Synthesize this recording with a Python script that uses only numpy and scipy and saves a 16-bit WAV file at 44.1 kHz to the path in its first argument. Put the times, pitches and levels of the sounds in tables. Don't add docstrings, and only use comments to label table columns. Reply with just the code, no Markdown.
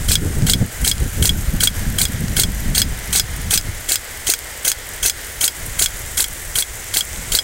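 import sys
import numpy as np
from scipy import signal
from scipy.fft import rfft, irfft, next_fast_len
from scipy.io import wavfile
from scipy.ndimage import uniform_filter1d, minimum_filter1d, map_coordinates

SR = 44100
rng = np.random.default_rng(int(sys.argv[2]) if len(sys.argv) > 2 else 0)


def file_out(sig):
    cols = np.atleast_2d(sig).T
    lim = np.clip(cols, -1, 1)
    pcm = np.round(lim * 32767).astype(np.int16)
    wavfile.write(sys.argv[1], SR, pcm)


N = 327663


def amp(db):
    return 10 ** (np.asarray(db) / 20)


def unit(x):
    return x / np.sqrt(np.mean(x ** 2) + 1e-20)


def decay(t, t60):
    return amp(-60 * t / t60)


def at(rows, s):
    times, *cols = np.transpose(rows)
    return [np.interp(s, times, c) for c in cols]


def curves(rows):
    return at(rows, np.arange(N) / SR)


def add(track, s, sound):
    start = max(0, round(s * SR))
    part = sound[:max(0, N - start)]
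    track[start:start + len(part)] += part


def wobble(rate_hz, size=N):
    knots = rng.standard_normal(int(size * rate_hz / SR) + 4)
    return map_coordinates(knots, [np.arange(size) * rate_hz / SR])


def colour(x, spectrum):
    hz, db = np.transpose(spectrum)
    m = next_fast_len(len(x) + 8192)
    gain = amp(np.interp(np.log(np.fft.rfftfreq(m, 1 / SR) + 1), np.log(hz), db))
    return unit(irfft(rfft(x, m) * gain, m)[:len(x)])


def noise(spectrum, size=N):
    return colour(rng.standard_normal(size), spectrum)


def band(track, width_hz):
    lowpass = signal.butter(2, width_hz, fs=SR, output="sos")
    swirl = signal.sosfilt(lowpass, rng.standard_normal((2, N)))
    phase = 2 * np.pi * np.cumsum(curves(track)[0]) / SR
    return unit(swirl[0] * np.cos(phase) + swirl[1] * np.sin(phase))


def patchy(x, depth_db, frames):
    z = signal.stft(x, nperseg=512)[2]
    field = uniform_filter1d(uniform_filter1d(rng.standard_normal(z.shape), 6, 0), frames, 1)
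    return signal.istft(z * amp(depth_db * unit(field)), nperseg=512)[1][:len(x)]


def droplets(per_s, spread_db, grain_db):
    hits = (rng.random(N) < per_s / SR) * amp(spread_db * np.clip(rng.standard_normal(N), -2, 2))
    grains = unit(hits * rng.choice([-1, 1], N))
    return unit(amp(grain_db) * grains + rng.standard_normal(N))


# f/Hz, level/dB
ROAR_SPECTRUM = [(100, -15.5), (450, 2), (800, -1.5), (1150, -5), (1500, 1.5), (2100, 3), (2550, -5),
                 (3050, -1.5), (4200, -6), (4900, -4.5), (6500, -9.5), (12000, -37)]
HISS_SPECTRUM = [(2500, -5), (4500, -19), (5800, -2.5), (6900, 2), (8400, 2), (10000, -2.5), (11200, -7),
                 (12400, -3.5), (13700, -8.5), (16000, -6.5)]
MIST_SPECTRUM = [(5000, -16.5), (7500, -3), (8800, -2.5), (10000, 0), (11500, -4), (14000, -8), (16000, -5)]
# t/s, roar level/dB, hiss level/dB
STREAM_LEVELS = [(0, -35.5, -32.5), (1.5, -34, -32), (3.1, -34, -34), (4.9, -35.5, -35.5), (5.9, -35, -32),
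                 (6.65, -37, -33), (7.4, -34.5, -31.5)]
# t/s, f/Hz
NOZZLE_NOTE = [(0, 1605), (1.2, 1623), (3.3, 1961), (6.4, 1935), (7.4, 2104)]
# t/s, f/Hz, level/dB re hiss
HISS_SHEEN = [(0, 12300, -29), (1.4, 12140, -7.5), (2.6, 12340, -9.5), (3.2, 14400, -17),
              (3.9, 14450, -8.5), (5.6, 13320, -11), (7.4, 12500, -28)]


def jet(nozzle_db=-7.5):
    roar_db, hiss_db = curves(STREAM_LEVELS)
    roar = noise(ROAR_SPECTRUM) + amp(nozzle_db) * band(NOZZLE_NOTE, width_hz=200)
    tearing = patchy(droplets(per_s=1200, spread_db=4.5, grain_db=-8), depth_db=1.2, frames=60)
    sputter = unit(amp(6.5 * np.minimum(wobble(330), 2.6)))
    sheen = amp(curves(HISS_SHEEN)[1]) * band(HISS_SHEEN, width_hz=440)
    fizz = amp(-4.5) * patchy(noise(MIST_SPECTRUM), depth_db=1.5, frames=90)
    hiss = colour(tearing, HISS_SPECTRUM) + sputter * (sheen + fizz)
    return amp(roar_db + 0.54 * wobble(13)) * roar + amp(hiss_db + 0.87 * wobble(70)) * hiss


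# f/Hz, level/dB
RUMBLE_SPECTRUM = [(10, -10), (25, 0.5), (50, -0.5), (100, -4.5), (150, -18), (300, -46), (700, -77)]
FLUTTER_SPECTRUM = [(50, -23), (120, 1.5), (180, -0.5), (250, -7.5), (340, -16.5), (700, -27), (1500, -49)]
BUFFET_SPECTRUM = [(180, 4), (320, 4.5), (480, -1), (750, -19.5), (1500, -33)]
# t/s, rumble level/dB
WIND_LEVEL = [(0, -20.5), (.3, -17.5), (.66, -15.5), (.73, -36), (.83, -22), (1.06, -17.5), (1.12, -29.5),
              (1.18, -17), (1.5, -20), (2.35, -19), (2.86, -19), (2.96, -26.5), (3.7, -24.5), (3.9, -40),
              (5.56, -35), (5.66, -27.5), (6.05, -33.5), (6.48, -32), (6.64, -39.5), (7.32, -28.5),
              (7.43, -35)]
# t/s, level/dB, half-width/s
HARD_BUFFETS = [(0.258, -22.5, 0.056), (1.24, -25, 0.05), (2.615, -33, 0.035)]


def wind(full_gust_db=-19):
    t = np.arange(N) / SR
    wind_db, = curves(WIND_LEVEL)
    gust_db = wind_db - full_gust_db
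    swells = unit(amp(1.16 * wobble(20) + 2.1 * wobble(60)))
    rumble = amp(wind_db) * noise(RUMBLE_SPECTRUM)
    lumps = amp(3.2 * wobble(45) + 2 * np.minimum(wobble(18), 1))
    flutter = amp(-24 + 1.63 * gust_db) * unit(noise(FLUTTER_SPECTRUM) * lumps)
    peaks = sum(amp(db) * np.exp(-((t - s) / width_s) ** 2) for s, db, width_s in HARD_BUFFETS)
    buffet = (amp(-42.5 + 2.5 * gust_db) + peaks) * unit(noise(BUFFET_SPECTRUM) * lumps)
    return swells * (rumble + flutter + buffet)


def throw(t, lead_s=0.030, hold_s=0.054, rise_db_per_s=5000, fall_db_per_s=1100):
    early = np.maximum(-lead_s - t, 0)
    late = np.maximum(t + lead_s - hold_s, 0)
    dip_db = 2 * np.exp(-((t + 0.007) / 0.0056) ** 2)
    return amp(-rise_db_per_s * early - fall_db_per_s * late - dip_db)


# strike t/s, relative level/dB
ARM_STROKES = [(0.1166, 0.5), (0.4969, 1), (0.8763, -1.5), (1.255, -1), (1.6354, 0.5), (2.0153, -2.5),
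               (2.397, 0), (2.7797, 2), (3.159, 3), (3.538, 3), (3.9193, 0.5), (4.2994, 1.5), (4.679, 0.5),
               (5.0598, 1), (5.441, 0), (5.8221, 0.5), (6.204, -2), (6.586, -4.5), (6.9697, -3),
               (7.3503, -2.5)]
# f/Hz, level/dB
SPRAY_SPECTRUM = [(150, -42), (400, -10), (1000, -26), (1500, -5.5), (2600, -6), (3400, -2), (5200, -2.5),
                  (6300, 4.5), (7800, 4), (9000, 3.5), (11000, -40)]
# t/s, f/Hz
SPLASH_PEAK = [(.1, 8150), (.5, 7750), (2.7, 8300), (3.6, 8100), (4.3, 6450), (5.1, 6420), (6.6, 8000),
               (7.35, 7400)]
# t/s, level/dB re splash
WET_RING_LEVEL = [(0, -20), (1.7, -15), (2.8, -9.5), (3.8, -24), (6.2, -15), (7.1, -6)]
# t/s, level/dB
MIST_LEVEL = [(.1, -19), (1.3, -17), (2.5, -17), (3.2, -15.5), (4.4, -19.5), (5.4, -15.5), (6.6, -16),
              (7.35, -18.5)]


def spray(swell_db_per_s=70, mist_lead_s=0.00089, push_lead_s=0.023, ring_hz=4290):
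    coarse, fine, push = np.zeros((3, N))
    t = np.arange(-SR // 20, SR // 10) / SR
    for s, strength_db in ARM_STROKES:
        add(coarse, s + t[0], amp(-19 + 0.72 * strength_db + swell_db_per_s * t) * throw(t))
        add(fine, s + t[0], amp(at(MIST_LEVEL, s)[0]) * throw(t + mist_lead_s))
        add(push, s + t[0], amp(-31) * np.exp(-((t + push_lead_s) / 0.014) ** 2))
    drops, mist = [patchy(droplets(per_s=5000, spread_db=3.5, grain_db=-2), depth_db=2, frames=6)
                   for _ in range(2)]
    wet_ring = amp(curves(WET_RING_LEVEL)[0]) * band([(0, ring_hz)], width_hz=220)
    splash = colour(drops, SPRAY_SPECTRUM) + amp(-4.5) * band(SPLASH_PEAK, width_hz=390) + wet_ring
    surge = amp(1.4 * wobble(450))
    thud = noise(RUMBLE_SPECTRUM) + amp(-12) * noise(FLUTTER_SPECTRUM)
    return (coarse * splash + fine * colour(mist, MIST_SPECTRUM)) * surge + push * thud


# f/Hz, t60/s, slap level/dB, strike level/dB, stop level/dB
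ARM_MODES = [(1517, 0.025, -10.5, -15, -11), (1800, 0.022, -27, -28, -15), (2220, 0.043, -13, -34, -7.5),
             (3176, 0.022, 2, -7, 2.5), (3329, 0.037, -5.5, -7.5, 9.5), (3980, 0.034, -14, -2, -3),
             (4300, 0.032, -12.5, -2.5, 2), (4580, 0.023, -15, -1, -11), (5043, 0.061, -14.5, -10.5, 12.5),
             (8700, 0.081, -23, -4, -17), (9600, 0.012, -1, 9.5, -8), (12100, 0.058, -15, -4, 0),
             (14300, 0.028, -20, -1.5, -10), (14780, 0.031, -20, -9, -4), (15800, .05, -13, -24, 0)]


def ring(levels_db, blur_rad, scatter_db=1.5, detune=0.0022, attack_s=0.0006):
    t = np.arange(SR // 10) / SR
    out = np.zeros(len(t))
    for (hz, t60, *_), db in zip(ARM_MODES, levels_db):
        phase = 2 * np.pi * (hz * (1 + detune * rng.normal()) * t + rng.random())
        phase += blur_rad * wobble(403, len(t))
        out += amp(db + scatter_db * rng.normal()) * decay(t, t60) * np.sin(phase)
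    return out * (1 - np.exp(-t / attack_s))


# f/Hz, level/dB
CRACK_SPECTRUM = [(300, -22), (1100, -53), (1480, 4), (1850, -14), (2250, -1.5), (2750, -6), (4200, 0.5),
                  (5400, 0), (6400, 0.5), (8500, 2.5), (11000, -7.5), (16000, -3)]


def crack(t60_s, tail_db, tail_t60_s, attack_s):
    t = np.arange(SR // 10) / SR
    fade = decay(t, t60_s) + amp(tail_db) * decay(t, tail_t60_s)
    return noise(CRACK_SPECTRUM, len(t)) * fade * (1 - np.exp(-t / attack_s))


# t/s, slap level/dB, strike level/dB
CONTACT_LEVELS = [(.1, -15.5, -9.5), (.8, -8, -7), (2.5, -7.5, -5.5), (3.2, -19, -13.5), (4.4, -12.5, -10),
                  (6.0, -8.5, -9), (7.35, -13.5, -5.5)]
# t/s, low-mode level/dB, high-mode level/dB
STOP_LEVELS = [(.1, -14.5, -32), (1.4, -8, -28), (2.0, -13, -28), (2.5, -12.5, -24), (3.4, -24, -22.5),
               (4.6, -22.5, -33), (5.45, -17.5, -26.5), (6.5, -13.5, -39), (7.35, -10, -24)]


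def arm(slap_lead_s=0.0295, stop_lag_s=0.0375):
    out = np.zeros(N)
    hz, _, slap_modes, strike_modes, stop_modes = np.transpose(ARM_MODES)
    for s, strength_db in ARM_STROKES:
        slap_db, strike_db = at(CONTACT_LEVELS, s)
        stop_db = np.interp(hz, [3400, 5000], at(STOP_LEVELS, s))
        slap = ring(slap_modes, blur_rad=0.3)
        slap += amp(-3) * crack(t60_s=0.01, tail_db=-20, tail_t60_s=0.03, attack_s=0.0005)
        strike = ring(strike_modes, blur_rad=0.42)
        strike += amp(7.5) * crack(t60_s=0.008, tail_db=-22, tail_t60_s=0.05, attack_s=0.0004)
        clack = crack(t60_s=0.0055, tail_db=-25, tail_t60_s=0.066, attack_s=0.0011)
        stop_ring = ring(stop_modes + stop_db + strength_db, blur_rad=0.3)
        add(out, s - slap_lead_s, amp(slap_db) * slap)
        add(out, s, amp(strike_db + strength_db) * strike)
        add(out, s + stop_lag_s, amp(9.5 + 1.4 * strength_db) * clack + stop_ring)
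    return out


# t/s, level/dB
UPPER_MID_GAIN = [(.1, 3.5), (1.2, -0.5), (2.0, 0), (3.3, 2), (4.9, -3), (5.8, -1.5), (7.35, 1.5)]


def turning(x, band_hz=(2980, 5570)):
    mids = signal.sosfiltfilt(signal.butter(4, band_hz, "bandpass", fs=SR, output="sos"), x)
    return x + (amp(curves(UPPER_MID_GAIN)[0]) - 1) * mids


# f/Hz, t60/s, level/dB
SPOON_MODES = [(354, 0.031, -6.5), (459, 0.03, -4), (733, 0.026, -3.5), (1478, 0.025, -2), (1610, 0.017, 3),
               (2144, 0.035, 0.5), (2650, 0.048, -3.5)]


def gulps(lead_s=0.0085, attack_s=0.0016, detune=0.041):
    out = np.zeros(N)
    t = np.arange(SR // 16) / SR
    onset = 1 - np.exp(-t / attack_s)
    for s, strength_db in ARM_STROKES:
        hollow = np.zeros(len(t))
        for hz, t60, db in SPOON_MODES:
            envelope = amp(db + 2 * rng.normal()) * decay(t, t60)
            phase = 2 * np.pi * (hz * (1 + detune * rng.normal()) * t + rng.random())
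            hollow += envelope * np.sin(phase)
        add(out, s - lead_s, amp(-16.5 + 0.72 * strength_db) * hollow * onset)
    return out


# t/s, level/dB
LOUD_DROPS = [(0.4219, -18), (0.9812, -18), (2.2827, -16), (3.6122, -16), (4.3904, -13), (7.1307, -19)]


def stray_drops(small_per_s=1.5, small_db=-23, spread_db=2):
    out = np.zeros(N)
    t = np.arange(SR // 50) / SR
    small = [(rng.uniform(0, N / SR), rng.normal(small_db, spread_db))
             for _ in range(round(small_per_s * N / SR))]
    for s, db in LOUD_DROPS + small:
        tick = noise(CRACK_SPECTRUM, len(t)) * decay(t, t60=0.008)
        add(out, s, amp(db) * tick)
    return out


def scene():
    strokes = turning(arm() + spray()) + gulps()
    return (strokes + jet() + stray_drops() + wind())[None]


def record(dry, threshold_db=-21, slope=0.23, smooth_s=0.026, ceiling=0.69, top_hz=15800):
    level_db = 10 * np.log10(np.abs(uniform_filter1d(dry[0] ** 2, SR // 100)) + 1e-10)
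    wanted_db = -slope * np.maximum(level_db - threshold_db, 0)
    held_db = minimum_filter1d(wanted_db, 2001, origin=1000)
    pole = np.exp(-1 / (smooth_s * SR))
    ducked = dry * amp(signal.lfilter([1 - pole], [1, -pole], held_db))
    saturated = ducked / (1 + np.abs(ducked / ceiling) ** 6) ** (1 / 6)
    m = next_fast_len(N + 8192)
    passband = np.fft.rfftfreq(m, 1 / SR) < top_hz
    return irfft(rfft(saturated, m) * passband, m)[:, :N]


dry = scene()
out = record(dry)
file_out(out)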